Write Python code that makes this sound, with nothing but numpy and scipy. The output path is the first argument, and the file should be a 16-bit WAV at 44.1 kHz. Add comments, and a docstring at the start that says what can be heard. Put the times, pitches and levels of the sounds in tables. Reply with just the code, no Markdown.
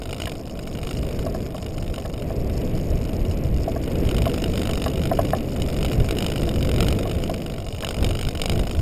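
"""On hard, rippled sand, a kite buggy rolls fast, heard from a plastic camera case on its frame.
Wind and tyres lay down a low rumble that swells with speed, gusts and bumps, under a thin hiss.
Loose parts tick against the case throughout, and bumps knock a joint of the frame.
Up front, the ripples rock the case in its mount: a sharp clack at one stop, a duller chatter at the other."""
import sys
import numpy as np
from scipy import signal
from scipy.fft import rfft, irfft, next_fast_len
from scipy.io import wavfile

SR = 44100
rng = np.random.default_rng(int(sys.argv[2]) if len(sys.argv) > 2 else 0)


def unload_wav(signal):
    """Save mono or channel-first audio to the path in sys.argv[1] as 16-bit WAV at rate SR, clipped to [-1, 1]."""
    wavfile.write(
        sys.argv[1],
        SR,
        np.round(np.clip(np.atleast_2d(signal).T, -1, 1) * 32767).astype(np.int16),
    )


N = 388521
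TIME = np.arange(N) / SR


def amp(db):
    return 10 ** (np.asarray(db) / 20)


def curve(rows, s):
    """A table's points joined by straight lines, read at times s."""
    return np.interp(s, *np.transpose(rows))


def shaped_noise(gain_at):
    """Noise of unit rms, filtered by a gain that depends on frequency."""
    size = next_fast_len(N)
    gain = gain_at(np.fft.rfftfreq(size, 1 / SR))
    x = irfft(rfft(rng.standard_normal(size)) * gain, size)[:N]
    return x / np.sqrt(np.mean(x ** 2) + 1e-20)


def noise(spectrum):
    """A noise bed of unit rms, coloured by a spectrum table."""
    hz, db = np.transpose(spectrum)
    return shaped_noise(lambda f: amp(np.interp(np.log(f + 1), np.log(hz), db)))


def wander(rate_hz):
    """Random drift of unit rms, mostly slower than rate_hz."""
    return shaped_noise(lambda f: np.exp(-(f / rate_hz) ** 2))


def blows(s, size):
    """A train of single impulses at times s."""
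    return np.bincount(np.clip(np.ravel(s) * SR, 0, N).astype(int), np.ravel(size), N + 1)[:N]


def bounces(s, db, length_s, rest_db, count):
    """Each blow is a first contact and a few more scattered after it, sharing its energy."""
    scatter, strength = rng.random((len(s), 2, count)).transpose(1, 0, 2)
    late = (np.arange(count) + scatter) / count
    first = amp(db) / np.sqrt(1 + count / 2 * amp(rest_db) ** 2)
    rest = amp(rest_db) * first[:, None] * (strength + .5) * np.exp(-late) * (-1) ** np.arange(count)
    return blows(s, first) + blows(s[:, None] + length_s * late, rest)


def ring(modes, tilt_db=0, far=False, size=5000):
    """Decaying modes, peak 1, tilted in dB an octave; far from the blow they alternate in sign."""
    t = np.arange(size) / SR
    response = np.zeros(size)
    for k, (hz, width, db) in enumerate(modes):
        gain = (-1) ** (k * far) * amp(db + tilt_db * np.log2(hz)) * width
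        response += gain * np.exp(-np.pi * width * t) * np.sin(2 * np.pi * hz * t)
    return response / abs(response).max()


def strike(train, response):
    return signal.oaconvolve(train, response)[:N]


def with_buzz(x, level_db, t60_s, size=4000):
    """Adds the short, diffuse buzz that each blow leaves in the mount."""
    tail = rng.standard_normal(size) * np.exp(-np.log(1000) * np.arange(size) / SR / t60_s)
    return x + amp(level_db) * strike(x, tail / np.linalg.norm(tail))


# the rumble's envelope, rising with speed: (time [s], level [dB])
RIDE = [(0, -35.5), (0.6, -35.5), (1.15, -28), (1.6, -34), (2.15, -33.5), (2.4, -28), (3.7, -28),
        (4.05, -25), (4.4, -26.5), (5.0, -27.5), (6.5, -26.5), (6.88, -25.5), (7.2, -28.5), (7.7, -36),
        (8.0, -33.5), (8.81, -32.5)]
CRUISE_DB = curve(RIDE, TIME).mean()

def speed_swell(s):
    """How far speed lifts the ride above its average level, in dB."""
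    return curve(RIDE, s) - CRUISE_DB


# gusts and bumps: (centre time [s], length [s], wind lift [dB], tyre lift [dB])
SURGES = [(1.821, 0.54, 4, 0), (2.94, .15, 7.5, 1), (3.495, 0.3, 6.5, -2), (6.011, 0.11, 10.5, 1),
          (6.815, 0.27, 0, 3), (8.04, 0.29, 12.5, 7), (8.257, 0.14, 15, -0.5), (8.573, 0.3, 14, 5.5),
          (8.8, 0.16, 14.5, -0.5)]
WIND_LIFT, TYRE_LIFT = 2, 3  # columns

def surge(column):
    """Each gust or bump eases the level away and back, in dB."""
    return sum(row[column] * np.cos(np.pi * np.clip((TIME - row[0]) / row[1], -.5, .5)) ** 2
               for row in SURGES)


# thin, high air: (frequency [Hz], level [dB])
HISS_SPECTRUM = [(1000, -35), (4000, -28), (7500, -28), (9500, -15), (11000, -20), (11400, 0), (12650, 0),
                 (13050, -20), (14500, -20), (16000, -40)]

def hiss(roll_db):
    """A faint top layer that rises and falls with the tyres."""
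    return noise(HISS_SPECTRUM) * amp(CRUISE_DB + 0.96 * roll_db - 28)


# the frame's hollow body: (frequency [Hz], level [dB])
DRUM_SPECTRUM = [(250, -34), (450, -9), (560, -5), (670, -2), (800, -15.5), (920, -21), (1100, -16.5),
                 (1600, -43)]

def frame_drum(roll_db):
    """The frame drums along at any speed, and harder on bumps."""
    return noise(DRUM_SPECTRUM) * amp(-42 + 0.08 * roll_db + 0.9 * surge(TYRE_LIFT))


# tyres on hard sand: (frequency [Hz], level [dB])
TYRE_SPECTRUM = [(40, -41), (90, -5), (135, 0.5), (200, -2.5), (320, -5.5), (520, -9), (670, -16),
                 (770, -27), (900, -29), (1120, -33.5), (1450, -35.5), (1800, -34), (2500, -31.5),
                 (4000, -46.5), (16000, -53.5)]

def tyre_roar(roll_db):
    """The rolling tyres send a low roar up through the frame."""
    return noise(TYRE_SPECTRUM) * amp(CRUISE_DB + roll_db + 1)


# the wind's deep buffeting: (frequency [Hz], level [dB])
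WIND_SPECTRUM = [(10, -1.5), (22, 7), (35, 1.5), (60, 5.5), (85, 4.5), (120, -2.5), (200, -14), (500, -41),
                 (2000, -81)]

def wind(lump_db=2.0):
    """Wind hits the case in uneven lumps, swelling with speed and gusts."""
    level_db = CRUISE_DB + 0.99 * speed_swell(TIME) + surge(WIND_LIFT) + 2
    return noise(WIND_SPECTRUM) * amp(level_db + lump_db * wander(12.7))


def tick_ring():
    """The short, bright ring of a light contact; doubly resonant, so it has no bass."""
    single = ring([(5350, 1100, 5.0), (6540, 920, 2.5), (8420, 780, -9.0)], size=400)
    double = np.convolve(single, np.diff(single))
    return double / abs(double).max()


# modes of the plastic case: (frequency [Hz], width [Hz], level [dB])
CASE_MODES = [(705, 250, 9), (1070, 160, 1), (1449, 260, 7.5), (2550, 540, 2.5), (2908, 155, 10),
              (3180, 810, 1), (3710, 275, 2.5), (5026, 490, 5), (6730, 350, 3), (8170, 210, -2.5),
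              (8980, 166, 1), (9800, 260, -41), (11300, 160, -28), (14500, 250, -5)]

def ticks(level_db=-36, spread_db=3, base_per_s=135, body_db=-16):
    """Small loose parts buzz against the case in bright clusters, harder with speed."""
    chance = base_per_s / SR * np.exp(0.7 * wander(60))
    s = np.flatnonzero(rng.random(N) < chance) / SR
    accent_db = spread_db * np.minimum(rng.exponential(1, N)[:len(s)], 3)
    db = level_db + 0.43 * speed_swell(s) + accent_db
    train = bounces(s, db, length_s=0.0013, rest_db=2, count=3)
    return strike(train, tick_ring()) + amp(body_db) * strike(train, ring(CASE_MODES, tilt_db=4))


# the frame's main modes and its upper ring: (frequency [Hz], width [Hz], level [dB])
FRAME_MODES = [(545, 60, -4), (660, 40, 6), (790, 90, -6), (1000, 110, -12), (1108, 75, -4),
               (1310, 120, -20), (10890, 60, -23), (11330, 60, -22), (12670, 60, -23), (13110, 60, -25)]
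UPPER_MODES = [(1430, 84, -2), (1743, 170, 6), (1970, 190, -7)]
# hits on the frame: (time [s], body level [dB], upper ring level [dB])
KNOCKS = [(0.2704, -34, -37.5), (1.2635, -27.5, -49), (1.3462, -29.5, -49), (1.5456, -31.5, -53),
          (1.9776, -31.5, -53), (2.0502, -32.5, -48), (2.3037, -27.5, -53), (3.677, -24.5, -56),
          (3.7618, -33, -48.5), (4.2642, -22.5, -44), (4.6903, -25.5, -46), (4.861, -23, -37),
          (5.1135, -18.5, -38.5), (5.1887, -17, -39), (5.3324, -16, -35.5), (6.4768, -33, -50),
          (7.0529, -29, -50), (7.2943, -25.5, -51), (7.8341, -32.5, -39)]

def knocks(split_hz=900):
    """Bumps knock a loose joint of the frame, which bounces, buzzes and rings briefly."""
    s, body_db, ring_db = np.transpose(KNOCKS)
    low = bounces(s, body_db + 8, length_s=.018, rest_db=-6, count=4)
    # a sharp knock stirs the higher modes more than a dull one
    high = bounces(s, (body_db + ring_db) / 2 + 10, length_s=.012, rest_db=-2.5, count=4)
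    upper = bounces(s, ring_db + 11, length_s=.012, rest_db=-5, count=4)
    low_modes = [mode for mode in FRAME_MODES if mode[0] < split_hz]
    high_modes = [mode for mode in FRAME_MODES if mode[0] >= split_hz]
    layers = [(low, low_modes), (high, high_modes), (upper, UPPER_MODES)]
    rings = sum(strike(train, ring(modes, far=True)) for train, modes in layers)
    return with_buzz(rings, level_db=-8.5, t60_s=0.073)


# how hard the ripples shake the mount: (time [s], level [dB])
SHAKE = [(0, -42), (0.22, -41), (0.5, -53.5), (0.85, -42.5), (1.5, -55), (1.9, -44), (2.1, -54.5),
         (3.8, -57.5), (4.15, -40.5), (4.8, -37.5), (5.5, -46.5), (5.75, -41), (6.2, -38), (6.55, -40),
         (6.85, -37.5), (7.55, -46), (7.9, -39), (8.81, -39)]

def mount_hits(accents, s, lift_db, spread_db, follow):
    """Times and levels of the accents, filled in with hits at times s that follow the shaking."""
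    usual_db = curve(SHAKE, TIME).mean()
    swell_db = curve(SHAKE, s) - usual_db
    # a gently shaken case often falls short of its stop
    unevenness = np.clip(np.sqrt(amp(-swell_db)), .5, 2)
    scatter_db = spread_db * unevenness * np.clip(rng.standard_normal(N)[:len(s)], -2, 1)
    db = usual_db + follow * swell_db + lift_db + scatter_db
    return np.vstack([accents, np.column_stack([s, db])]).T


# the case's hardest chattering landings: (time [s], level [dB])
CHATTERS = [(5.848, -28.5), (6.827, -26), (7.908, -30.5)]

def chatter(swing_times):
    """The case lands on its duller stop in a flurry of bounces, and the frame thuds under it."""
    s, db = mount_hits(CHATTERS, swing_times, lift_db=6.5, spread_db=4.5, follow=0.89)
    flurry = bounces(s, db + 21, length_s=.007, rest_db=0.5, count=7)
    thud = strike(blows(s, amp(db + 6)), ring([(657, 48, 1), (783, 110, -9.5), (1160, 74, -14)]))
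    return strike(flurry, ring(CASE_MODES, tilt_db=1.23)) + thud


# the case's hardest clacks: (time [s], level [dB])
CLACKS = [(0.2187, -15), (0.2563, -18), (1.9603, -25), (3.3114, -19.5), (4.0904, -18), (4.2769, -16),
          (4.4405, -15), (4.7114, -16), (4.8407, -14), (5.6202, -15.5), (5.8286, -15), (5.9326, -17),
          (6.109, -12), (6.1862, -13.5), (6.2241, -10.5), (6.264, -11), (6.4908, -16), (6.6277, -16),
          (6.8057, -9), (6.8842, -11), (6.9263, -14), (7.0955, -20), (7.2378, -17.5), (7.8466, -13),
          (7.8885, -12), (8.0454, -11.5), (8.2118, -15), (8.2871, -11.5), (8.4176, -10.5), (8.4578, -9),
          (8.4963, -9)]

def clacks(swing_times, low_cut_hz=2300):
    """The case snaps against its hard stop; returns the clacks and the ticks they shake loose."""
    s, db = mount_hits(CLACKS, swing_times, lift_db=16, spread_db=6.5, follow=1.21)
    contacts = bounces(s, db + 7.5, length_s=.0025, rest_db=10, count=3)
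    snap = strike(contacts, ring(CASE_MODES, tilt_db=-1.1))
    # the small stop hardly stirs the low modes, but its push thumps the frame underneath
    snap = signal.lfilter(*signal.butter(2, low_cut_hz, "high", fs=SR), snap)
    thump = strike(blows(s, amp(db - 4.5)), ring([(675, 260, -7.0), (1240, 450, -19)]))
    rebounds = bounces(s + 0.0042, db - 7, length_s=0.0032, rest_db=-4, count=3)
    return snap + thump, strike(rebounds, tick_ring())


def swings(rock_hz=25.18, jitter_s=.0015):
    """Times of the lighter swings to each stop: near rock_hz, in whole cycles between hard clacks."""
    marks = np.concatenate([[0], np.sort(np.transpose(CLACKS)[0]), [N / SR]])
    cycles_per_gap = np.maximum(np.round(np.diff(marks) * rock_hz), 1)
    mark_cycles = np.concatenate([[0], np.cumsum(cycles_per_gap)])
    cycles = np.arange(mark_cycles[-1])
    forth = np.interp(np.setdiff1d(cycles, mark_cycles), mark_cycles, marks)
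    back = np.interp(cycles + .5, mark_cycles, marks)
    # leave room for the hard landings
    to_landing_s = abs(back[:, None] - np.transpose(CHATTERS)[0]).min(1)
    back = back[to_landing_s > .5 / rock_hz]
    return [s + jitter_s * rng.standard_normal(N)[:len(s)] for s in (forth, back)]


def rattle():
    """The case rocks between its two stops, clacking one way and chattering the other."""
    forth, back = swings()
    clacking, loose_ticks = clacks(forth)
    return with_buzz(clacking + chatter(back), level_db=-14, t60_s=0.07) + loose_ticks


def scene():
    """The rumble bed with the hits on top, the same in both channels."""
    roll_db = speed_swell(TIME) + surge(TYRE_LIFT) + 0.82 * wander(6.9)  # the tyres' uneven swell
    bed = wind() + tyre_roar(roll_db) + frame_drum(roll_db) + hiss(roll_db)
    return np.tile(bed + rattle() + ticks() + knocks(), (2, 1))


# notches in the housed microphone's response: (frequency [Hz], width [Hz])
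MIC_DIPS = [(6000, 2080), (10400, 400), (12020, 78), (13600, 480)]

def record(dry, dip_depth=0.93, high_cut_hz=15500):
    """The housed microphone notches the treble, then a steep high cut takes off the top."""
    for hz, width in MIC_DIPS:
        dry = dry - dip_depth * signal.lfilter(*signal.iirpeak(hz, hz / width, fs=SR), dry)
    low_pass = signal.firwin(255, high_cut_hz, window=("kaiser", 9), fs=SR)
    return signal.oaconvolve(dry, low_pass[None], "same")


dry = scene()
out = record(dry)
unload_wav(out)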